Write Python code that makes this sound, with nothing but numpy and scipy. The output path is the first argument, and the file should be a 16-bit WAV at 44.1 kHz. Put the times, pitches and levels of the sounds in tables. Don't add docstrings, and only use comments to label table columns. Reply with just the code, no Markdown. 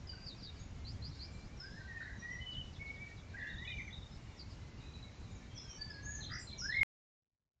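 import sys
import numpy as np
from scipy import signal
from scipy.io import wavfile

SR = 44100
rng = np.random.default_rng(int(sys.argv[2]) if len(sys.argv) > 2 else 0)


def persist_wave(psi):
    counts = np.round(np.clip(psi, -1, 1) * 32767).astype(np.int16)
    wavfile.write(sys.argv[1], SR, np.atleast_2d(counts).T)


def decibels_to_gain(level_db):
    exponent = np.asarray(level_db, float) / 20
    return 10 ** exponent


N = 335160

# (start [s], length [s], from [Hz], to [Hz], top level [dB])
FLUTE_NOTES = [(.13, 0.031, 1575, 1350, -59), (.175, 0.023, 1560, 1590, -59),
               (.215, .03, 1580, 1540, -66.5), (1.6, 0.034, 1400, 1510, -65.5),
               (1.625, 0.075, 1510, 1720, -55), (1.7, 0.073, 1556, 1730, -59),
               (1.75, 0.067, 1730, 1896, -58), (1.77, 0.068, 1637, 1493, -59.5),
               (1.875, 0.066, 1935, 1800, -50), (1.94, 0.098, 1860, 1795, -50),
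               (1.845, 0.047, 1553, 1560, -59), (3.08, 0.069, 2273, 2270, -64.5),
               (2.96, 0.055, 1875, 1910, -63), (3.07, 0.069, 1896, 1850, -66),
               (3.335, 0.03, 1562, 1638, -52.5), (3.58, 0.064, 1813, 2030, -46.5),
               (3.65, 0.033, 2185, 2480, -55), (3.66, 0.054, 1734, 2120, -49.5),
               (3.716, 0.022, 3150, 2830, -49), (3.782, 0.031, 2390, 1875, -49.5),
               (3.87, 0.034, 2330, 1790, -59.5), (6.52, 0.044, 2310, 2320, -58)]
FAR_FLUTE_NOTES = [(.03, 0.085, 2090, 1950, -74), (.43, .17, 1697, 1660, -76), (.47, .17, 2286, 2330, -76),
                   (.72, .13, 2150, 2100, -74), (1.17, 0.052, 2250, 2370, -75),
                   (1.22, 0.08, 2350, 2274, -70), (1.31, .13, 2360, 2330, -72.5),
                   (1.47, 0.09, 2200, 2430, -71.5), (1.16, .1, 1560, 1520, -75),
                   (1.975, 0.048, 2543, 2400, -68), (2.31, 0.041, 3100, 3030, -69.5),
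                   (3.44, 0.07, 2700, 2830, -66.5), (3.645, 0.026, 2960, 2950, -59),
                   (4.42, 0.055, 2213, 2220, -68.5), (4.59, 0.28, 2044, 2033, -72),
                   (4.77, 0.044, 2800, 2950, -68.5), (4.815, 0.044, 2380, 2630, -66.5),
                   (4.87, 0.098, 2460, 2520, -74), (5.04, 0.05, 2220, 2190, -68),
                   (5.27, 0.15, 2350, 2243, -74.5), (5.49, 0.096, 3150, 3260, -68.5),
                   (5.56, 0.062, 3250, 3630, -62.5), (5.62, 0.16, 3386, 2970, -63.5),
                   (5.63, .07, 1520, 1624, -65.5), (2.605, 0.023, 2990, 2810, -58.5),
                   (5.405, 0.026, 1760, 1745, -65), (2.21, .035, 2420, 2440, -71)]
PIPER_NOTES = [(.07, 0.021, 5080, 4880, -49.5), (.09, 0.049, 4780, 4590, -47.5),
               (.15, .05, 4680, 4720, -62), (.2, 0.075, 4850, 4670, -55.5), (.085, .025, 3050, 2880, -60),
               (.11, .1, 2870, 2860, -71), (.59, 0.034, 6450, 6780, -62), (.62, 0.13, 6730, 6800, -73.5),
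               (1.315, 0.055, 7200, 7420, -70), (1.57, 0.032, 5700, 5270, -62),
               (1.597, 0.079, 5280, 4880, -52.5), (1.7, 0.13, 5330, 4980, -64.5),
               (2.16, .035, 7000, 5760, -68), (2.19, .03, 5700, 5650, -61.5), (2.2, .1, 5750, 5970, -66.5),
               (2.3, 0.067, 5720, 5700, -63.5), (3.745, 0.095, 6080, 6250, -67.5),
               (3.805, 0.059, 6300, 5980, -67.5), (3.86, 0.077, 6000, 6340, -70),
               (4.07, 0.038, 5060, 5060, -71), (4.11, 0.061, 5230, 5160, -66.5),
               (5.3, 0.064, 6950, 7050, -71), (5.345, 0.048, 7000, 5430, -64.5),
               (5.575, 0.026, 5320, 5150, -45.5), (5.61, 0.062, 5440, 5100, -59.5),
               (5.9, 0.018, 5400, 4370, -48.5), (5.93, 0.13, 4300, 4270, -61)]
HEDGE_NOTES = [(5.545, 0.031, 6120, 5320, -57), (5.68, 0.03, 5450, 5640, -51.5),
               (5.69, 0.022, 5580, 6050, -50), (5.9, 0.018, 5430, 4480, -53),
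               (6.02, 0.049, 6250, 6670, -54.5), (6.055, 0.028, 6660, 6690, -47.5),
               (6.08, 0.09, 6640, 6730, -53), (6.13, 0.059, 6480, 6170, -55),
               (6.305, 0.032, 4690, 5160, -45.5), (6.335, 0.052, 4850, 4900, -53.5),
               (6.328, 0.021, 5050, 6150, -45.5), (6.58, 0.03, 6020, 5140, -46),
               (6.572, .018, 7000, 5900, -56), (6.6, .02, 5900, 7020, -57), (6.66, 0.095, 5170, 5160, -58),
               (6.607, 0.044, 5150, 5200, -43)]
WARBLER_PHRASES = [(1.7, 0.55, 4040, 3870, -82.5), (2.55, 0.21, 6020, 6020, -86),
                   (3.15, 0.23, 2267, 2420, -75), (4.08, 0.23, 7260, 7600, -91.5),
                   (4.78, 0.11, 3760, 3940, -74), (4.88, 0.61, 4050, 3790, -82),
                   (4.95, 0.49, 2450, 2415, -86.5), (5.45, 0.73, 2260, 2282, -82),
                   (5.65, .1, 6400, 6430, -78), (4.22, .18, 2495, 1850, -78),
                   (4.27, .14, 3650, 3300, -78.5), (5.25, .2, 2450, 2150, -79.5),
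                   (4.8, .15, 2450, 2500, -83), (5.1, .2, 3900, 4130, -82)]

# (top at share of length [0-1], start below top [dB], end below top [dB])
FLUTE_SWELL = ((0.4, 6.7, 6.01))
FAR_FLUTE_SWELL = ((.5, 3.8, 5.4))
PIPER_SWELL = ((0.14, 5.4, 8.5))
HEDGE_SWELL = ((0.44, 8.2, 3.7))
WARBLER_SWELL = ((0.36, 2, 3.6))

# (time [s], pitch [Hz], level [dB])
HELD_LOW = [
    [(2.215, 1810, -61.5), (2.229, 1913, -48), (2.263, 1897, -47.5), (2.343, 2035, -45.5),
     (2.357, 1912, -45.5), (2.409, 2042, -55), (2.417, 2050, -65), (2.439, 2013, -45), (2.48, 1996, -73.5)],
    [(2.79, 2190, -61), (2.814, 2215, -51), (2.858, 2200, -51), (2.906, 2222, -46.5), (2.92, 2224, -51),
     (2.996, 2220, -55), (3.006, 2292, -49), (3.052, 2294, -46.5), (3.08, 2240, -66)],
    [(3.665, 2170, -60.5), (3.677, 2490, -50), (3.765, 2330, -51.5), (3.775, 2444, -55),
     (3.789, 2290, -48.5), (3.815, 2378, -48.5), (3.867, 2367, -57), (3.883, 2230, -49), (3.89, 2212, -62)],
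    [(5.78, 1704, -65), (5.818, 1725, -55), (5.866, 1756, -69), (5.916, 1705, -48.5), (5.926, 1638, -62.5),
     (6.108, 1691, -51), (6.116, 1760, -66.5), (6.202, 1711, -54), (6.23, 1880, -76)],
]
HELD_HIGH = [(2.4, 2980, -71), (2.416, 2997, -52.5), (2.444, 3010, -48.5), (2.454, 3050, -57.5),
             (2.478, 2987, -47.5), (2.568, 2953, -46), (2.584, 3060, -47.5), (2.62, 2937, -52),
             (2.665, 3020, -82)]
HELD_PIPE = [(5.76, 4630, -75), (5.776, 4601, -65), (5.784, 4650, -73), (5.794, 4630, -56.5),
             (5.804, 4585, -58), (5.82, 4630, -39), (5.88, 4556, -73), (5.9, 4578, -65)]
HELD_CLIMB = [(6.612, 1318, -75), (6.622, 1397, -54.5), (6.662, 1619, -45), (6.682, 1679, -64),
              (6.692, 1695, -40.5), (6.708, 1788, -40.5), (6.72, 1887, -55.5), (6.725, 1863, -51)]

# (time [s], middle pitch [Hz], swing [Hz], level [dB])
TRILLS = [
    ((1.72, 67, 0.81), [(2.0, 1660, 220, -52), (2.08, 1780, 280, -55), (2.17, 1810, 200, -62.5)]),
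    ((3.13, 70, 3.1), [(3.365, 1906, 59, -52.5), (3.42, 1785, 167, -49.5), (3.47, 1802, 192, -49.5), (3.565, 1686, 130, -60.5)]),
    ((6, 56, 2.2), [(6.285, 1500, 330, -67.5), (6.315, 1620, 390, -51), (6.375, 1740, 329, -51.5), (6.41, 1850, 198, -74)]),
    ((4.9, 135, 1.3), [(6.387, 7240, 248, -60.5), (6.43, 7470, 302, -59), (6.47, 7110, 250, -68.5)]),
    ((6.62, 46.2, 4.5), [(6.72, 1843, 44, -40), (6.75, 2104, 47, -41), (6.79, 2149, 17, -36.5), (6.84, 2128, 6.3, -26)]),
]

# shape (time after start [s], pitch [Hz], level [dB]), then repeats (start [s], level [dB])
FALL = ([(0, 5860, -14), (.008, 5600, -13.5), (.017, 5200, -7), (.026, 4720, 5.5), (.048, 4250, -5.5),
         (.068, 3760, 2.5), (.095, 3500, -27)], [(.242, -54.5), (.407, -55.5)])
SOFT_FALL = ([(0, 5800, 1), (.014, 5300, -5), (.028, 4700, 5), (.05, 4200, -1.5), (.09, 3420, -4)],
              [(.358, -67.5), (.53, -70), (.575, -78)])
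RISE = ([(0, 3940, -8), (.008, 4120, 4), (.02, 4340, -1), (.033, 4760, 4), (.05, 5050, -3),
         (.078, 5900, -16)], [(.846, -57.5), (1.017, -56), (1.186, -55)])
SOFT_RISE = ([(0, 3988, -1), (.018, 4150, 0), (.04, 4670, -3), (.062, 5540, -3)], [(1.1, -65), (1.128, -69),
              (1.2, -64), (1.335, -71), (1.4, -69)])
TICK = ([(0, 4370, 0.14), (.02, 3700, -1.8)], [(1.73, -69.5), (1.8, -69), (1.87, -71), (2.02, -65.5),
         (2.08, -69.5), (2.205, -75)])
DROP = ([(0, 5390, -2), (.012, 4090, -3), (.033, 3300, -1), (.048, 3745, -1)], [(2.51, -61.5),
         (2.727, -64.5), (2.94, -68), (3.16, -66), (3.375, -67)])
HOOK = ([(0, 4410, -1.5), (.025, 3400, 0)], [(2.635, -69.5), (2.86, -68), (3.075, -73), (3.29, -70)])
LIFT = ([(0, 3410, -1), (.012, 3530, -2.5), (.02, 3620, -11), (.03, 3870, 4), (.04, 3620, 2),
         (.05, 3900, -7), (.062, 3490, -10)], [(3.467, -54.5), (3.556, -56.5), (3.646, -52.5), (3.668, -58),
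         (3.765, -66.5), (3.905, -55.5), (3.992, -56), (4.095, -68)])
SLASH = ([(0, 5770, -17), (.022, 5170, -3), (.035, 4690, 3), (.043, 4200, -1.5), (.062, 3800, -12)],
          [(4.362, -59), (4.478, -66.5)])
PEEP = ([(0, 4050, 2), (.03, 3820, 0)], [(4.86, -63.5), (4.935, -60.5), (5.02, -61), (5.11, -72)])
HEDGE_DROP = ([(0, 4277, -0.5), (.012, 4070, 2), (.022, 3750, -2.5), (.04, 3145, -7.5)], [(6.205, -48),
               (6.47, -49.5), (6.7, -47)])

# (delay [s], level [dB])
LAWN_ECHOES = [(0.011, -5.5), (0.037, -9), (.09, -21)]
FENCE_ECHOES = [(.006, -3.0), (.017, -2.0), (.066, -18.0)]
HEDGE_ECHOES = [(0.014, -2), (0.031, -15), (.055, -2), (0.074, -5)]

# (frequency [Hz], density [dB/Hz])
AIR_COLOUR = [(12, -38), (20, -9), (54, -0.5), (89, 1), (296, -16), (400, -21), (1790, -30), (2080, -29.5),
              (3260, -34), (4080, -33.5), (7060, -37), (7800, -47), (10100, -77), (17200, -120)]
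# (time [s], extra level [dB])
TRAFFIC_SWELL = [(0.0, -51), (0.261, -54.5), (1.119, -46.5), (1.44, -52), (3.24, -51), (3.37, -50),
                 (6.0, -53), (6.081, -46.5), (6.572, -53), (6.8, -49)]
# (start [s], length [s], from [Hz])
DROPOUTS = [(.665, 0.034, 7600), (.795, .035, 7650), (3.559, 0.037, 7500), (4.447, .028, 7700),
            (4.7, 0.09, 7650), (5.135, 0.047, 7400), (5.336, 0.034, 7650), (6.053, 0.081, 8440)]

AIR_DB = -50
CUT_S, RETURN_S, RETURN_DB = 6.8323, 7.15, -101.0


def glides(rows, swell):
    top_share, rise_db, fall_db = swell
    notes = []
    for start, length, from_hz, to_hz, level_db in rows:
        top_hz = from_hz + top_share * (to_hz - from_hz)
        notes.append([(start, from_hz, level_db - rise_db),
                      (start + top_share * length, top_hz, level_db),
                      (start + length, to_hz, level_db - fall_db)])
    return notes


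def repeats(*syllables):
    notes = []
    for shape, starts in syllables:
        for start, level_db in starts:
            notes.append([(start + after, hz, level_db + rel_db) for after, hz, rel_db in shape])
    return notes


def rms_one(x):
    return x / np.sqrt(np.mean(x ** 2) + 1e-20)


def drift(rate):
    pole = np.exp(-40 * np.pi * rate / SR)
    noise = rng.standard_normal(N // 20 + 2002)
    slow = signal.lfilter([1], [1, -2 * pole, pole * pole], noise)[2000:]
    return np.interp(np.arange(N) / 20, np.arange(len(slow)), rms_one(slow))


def sing(notes, gain_db, edge_s, wobble, flutter_db):
    out = np.zeros(N)
    bend = 1 + wobble * drift(52)
    flutter = decibels_to_gain(flutter_db * drift(45))
    for note in notes:
        s, hz, level_db = np.transpose(note)
        i = np.arange(round(s[0] * SR), min(round(s[-1] * SR), N))
        t = i / SR
        ends = np.clip(np.minimum(t - s[0], s[-1] - t) / edge_s, 0, 1)
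        phase = 2 * np.pi * np.cumsum(np.interp(t, s, hz) * bend[i]) / SR
        level = np.sqrt(2) * decibels_to_gain(np.interp(t, s, level_db) + gain_db)
        out[i] += level * ends * flutter[i] * np.sin(phase)
    return out


def garden(x, echoes, blur_s, scatter_db, t60):
    t = np.arange(SR // 2) / SR
    noise = rng.standard_normal((2, len(t)))
    scatter = noise[0] * decibels_to_gain(-60 * t / t60) * np.clip(t / 0.016, 0, 1)
    answer = decibels_to_gain(scatter_db) * scatter / np.sqrt(np.sum(scatter ** 2))
    for delay, level_db in echoes:
        blur = noise[1] * np.exp(-np.clip(t - delay, 0, 1) / blur_s) * (t >= delay)
        answer += decibels_to_gain(level_db) * blur / np.sqrt(np.sum(blur ** 2))
    answer[0] += 1
    return signal.fftconvolve(x, answer)[:N]


def fluting_singers():
    notes = glides(FLUTE_NOTES, FLUTE_SWELL) + glides(FAR_FLUTE_NOTES, FAR_FLUTE_SWELL)
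    song = sing(notes, gain_db=-1.1, edge_s=0.0047, wobble=0.0024, flutter_db=4.16)
    return garden(song, LAWN_ECHOES, 0.0055, scatter_db=-12.0, t60=0.54)


def held_whistles():
    notes = HELD_LOW + [HELD_HIGH, HELD_PIPE, HELD_CLIMB]
    song = sing(notes, gain_db=-1.2, edge_s=.003, wobble=0.0033, flutter_db=2.8)
    return garden(song, [(.022, -7.5)], 0.005, scatter_db=-10.0, t60=.45)


def trill(beat, rows):
    top_s, per_s, throb_db = beat
    s, hz, swing_hz, level_db = np.transpose(rows)
    t = np.arange(N) / SR
    cycle = np.cos(2 * np.pi * per_s * (t - top_s) + .3 * drift(30))
    ends = np.clip(np.minimum(t - s[0], s[-1] - t) / 0.0061, 0, 1)
    pitch = np.interp(t, s, hz) + np.interp(t, s, swing_hz) * cycle
    phase = 2 * np.pi * np.cumsum(pitch) / SR
    return np.sqrt(2) * decibels_to_gain(np.interp(t, s, level_db) + throb_db * cycle) * ends * np.sin(phase)


def trilling_birds():
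    song = sum(trill(beat, rows) for beat, rows in TRILLS)
    return garden(song, LAWN_ECHOES, .005, scatter_db=-4.5, t60=.25)


def high_pipers():
    notes = glides(PIPER_NOTES, PIPER_SWELL) + repeats(PEEP, LIFT)
    song = sing(notes, gain_db=-3.0, edge_s=.004, wobble=.007, flutter_db=4.0)
    return garden(song, LAWN_ECHOES, .005, scatter_db=-7.0, t60=.3)


def sweeping_birds():
    notes = repeats(FALL, SOFT_FALL, RISE, SOFT_RISE, TICK, DROP, HOOK, SLASH)
    song = sing(notes, gain_db=-2.0, edge_s=.003, wobble=.006, flutter_db=2.5)
    return garden(song, FENCE_ECHOES, .009, scatter_db=-6.5, t60=.35)


def hedge_singer():
    notes = glides(HEDGE_NOTES, HEDGE_SWELL) + repeats(HEDGE_DROP)
    song = sing(notes, gain_db=-5.5, edge_s=.004, wobble=.008, flutter_db=3.0)
    return garden(song, HEDGE_ECHOES, .008, scatter_db=2.5, t60=.33)


def distant_warblers():
    song = sing(glides(WARBLER_PHRASES, WARBLER_SWELL), gain_db=0, edge_s=.03, wobble=.025, flutter_db=5.0)
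    return garden(song, [], .003, scatter_db=4.0, t60=.4)


def far_chorus(per_s, low_hz, high_hz, level_db):
    draws = rng.random((120, 5))
    starts = np.cumsum(-np.log(1 - draws[:, 0]) / per_s)
    pitches = low_hz * (high_hz / low_hz) ** draws[:, 1] ** 2
    notes = []
    for start, hz, draw in zip(starts, pitches, draws):
        if start < CUT_S:
            note_db = level_db - 6 * draw[2]
            end = start + 0.036 + 0.11 * draw[3]
            notes.append([(start, hz, note_db), (end, hz * (.9 + 0.26 * draw[4]), note_db)])
    song = sing(notes, gain_db=0, edge_s=.02, wobble=.01, flutter_db=3.0)
    return garden(song, [], .003, scatter_db=9.0, t60=.55)


def air(patchy_db, lumpy_db):
    out = 0
    edges = 18 * 2 ** np.arange(0, 9.0, 1 / 3)
    white = rng.standard_normal((2, N + SR))
    s, swell_db = np.transpose(TRAFFIC_SWELL)
    swell = np.interp(np.arange(N) / SR, s, swell_db - swell_db.mean()) + lumpy_db * drift(17)
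    colour_hz, colour_db = np.transpose(AIR_COLOUR)
    for k, (low, high) in enumerate(zip(edges, edges[1:])):
        band_filter = signal.butter(2, [low, high], "band", fs=SR, output="sos")
        band = signal.sosfilt(band_filter, white[k % 2])[SR:]
        hz = np.sqrt(low * high)
        traffic_share = 1 / (1 + (hz / 220) ** 4)
        band_db = np.interp(np.log(min(hz, 6800)), np.log(colour_hz), colour_db)
        out = out + band * decibels_to_gain(band_db + traffic_share * swell + patchy_db * drift(7.9))
    return decibels_to_gain(AIR_DB) * rms_one(out)


def scene():
    near = fluting_singers() + held_whistles() + trilling_birds() + high_pipers() + sweeping_birds()
    behind = hedge_singer() + distant_warblers()
    far = far_chorus(per_s=14.0, low_hz=1900, high_hz=4200, level_db=-83.5)
    return (near + behind + far + air(patchy_db=1.1, lumpy_db=3.0))[None]


def band_limit(x):
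    return signal.sosfilt(signal.butter(12, 16000, fs=SR, output="sos"), x)


def record(dry):
    camera_rate = 16000
    t = np.arange(N) / SR
    x = signal.sosfilt(signal.butter(10, 7650, fs=SR, output="sos"), dry)
    mirror = 2 * x * np.cos(2 * np.pi * camera_rate * t)
    image = signal.sosfilt(signal.butter(5, [8050, 8750], "band", fs=SR, output="sos"), mirror)
    x = signal.sosfilt(signal.cheby2(12, 40, 9150, fs=SR, output="sos"), x + decibels_to_gain(-9.0) * image)
    for start, length, from_hz in DROPOUTS:
        top = signal.sosfiltfilt(signal.butter(14, from_hz, "high", fs=SR, output="sos"), x)
        x = x - top * np.clip(np.minimum(t - start, start + length - t) / .008 + 1, 0, 1)
    hiss = signal.sosfilt(signal.cheby2(10, 40, 16000, fs=SR, output="sos"), rng.standard_normal(dry.shape))
    near = round(CUT_S * SR) + np.arange(-4, 8)
    cut = near[np.argmin(abs(abs(x[0, near]) - .022))] + 1
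    fade_in = decibels_to_gain(RETURN_DB - AIR_DB) * np.clip((t - RETURN_S) / 0.1, 0, 2)
    x = (x + decibels_to_gain(-97.0) * hiss) * np.where(t < t[cut], 1, fade_in)
    return band_limit(x)


dry = scene()
out = record(dry)
persist_wave(out)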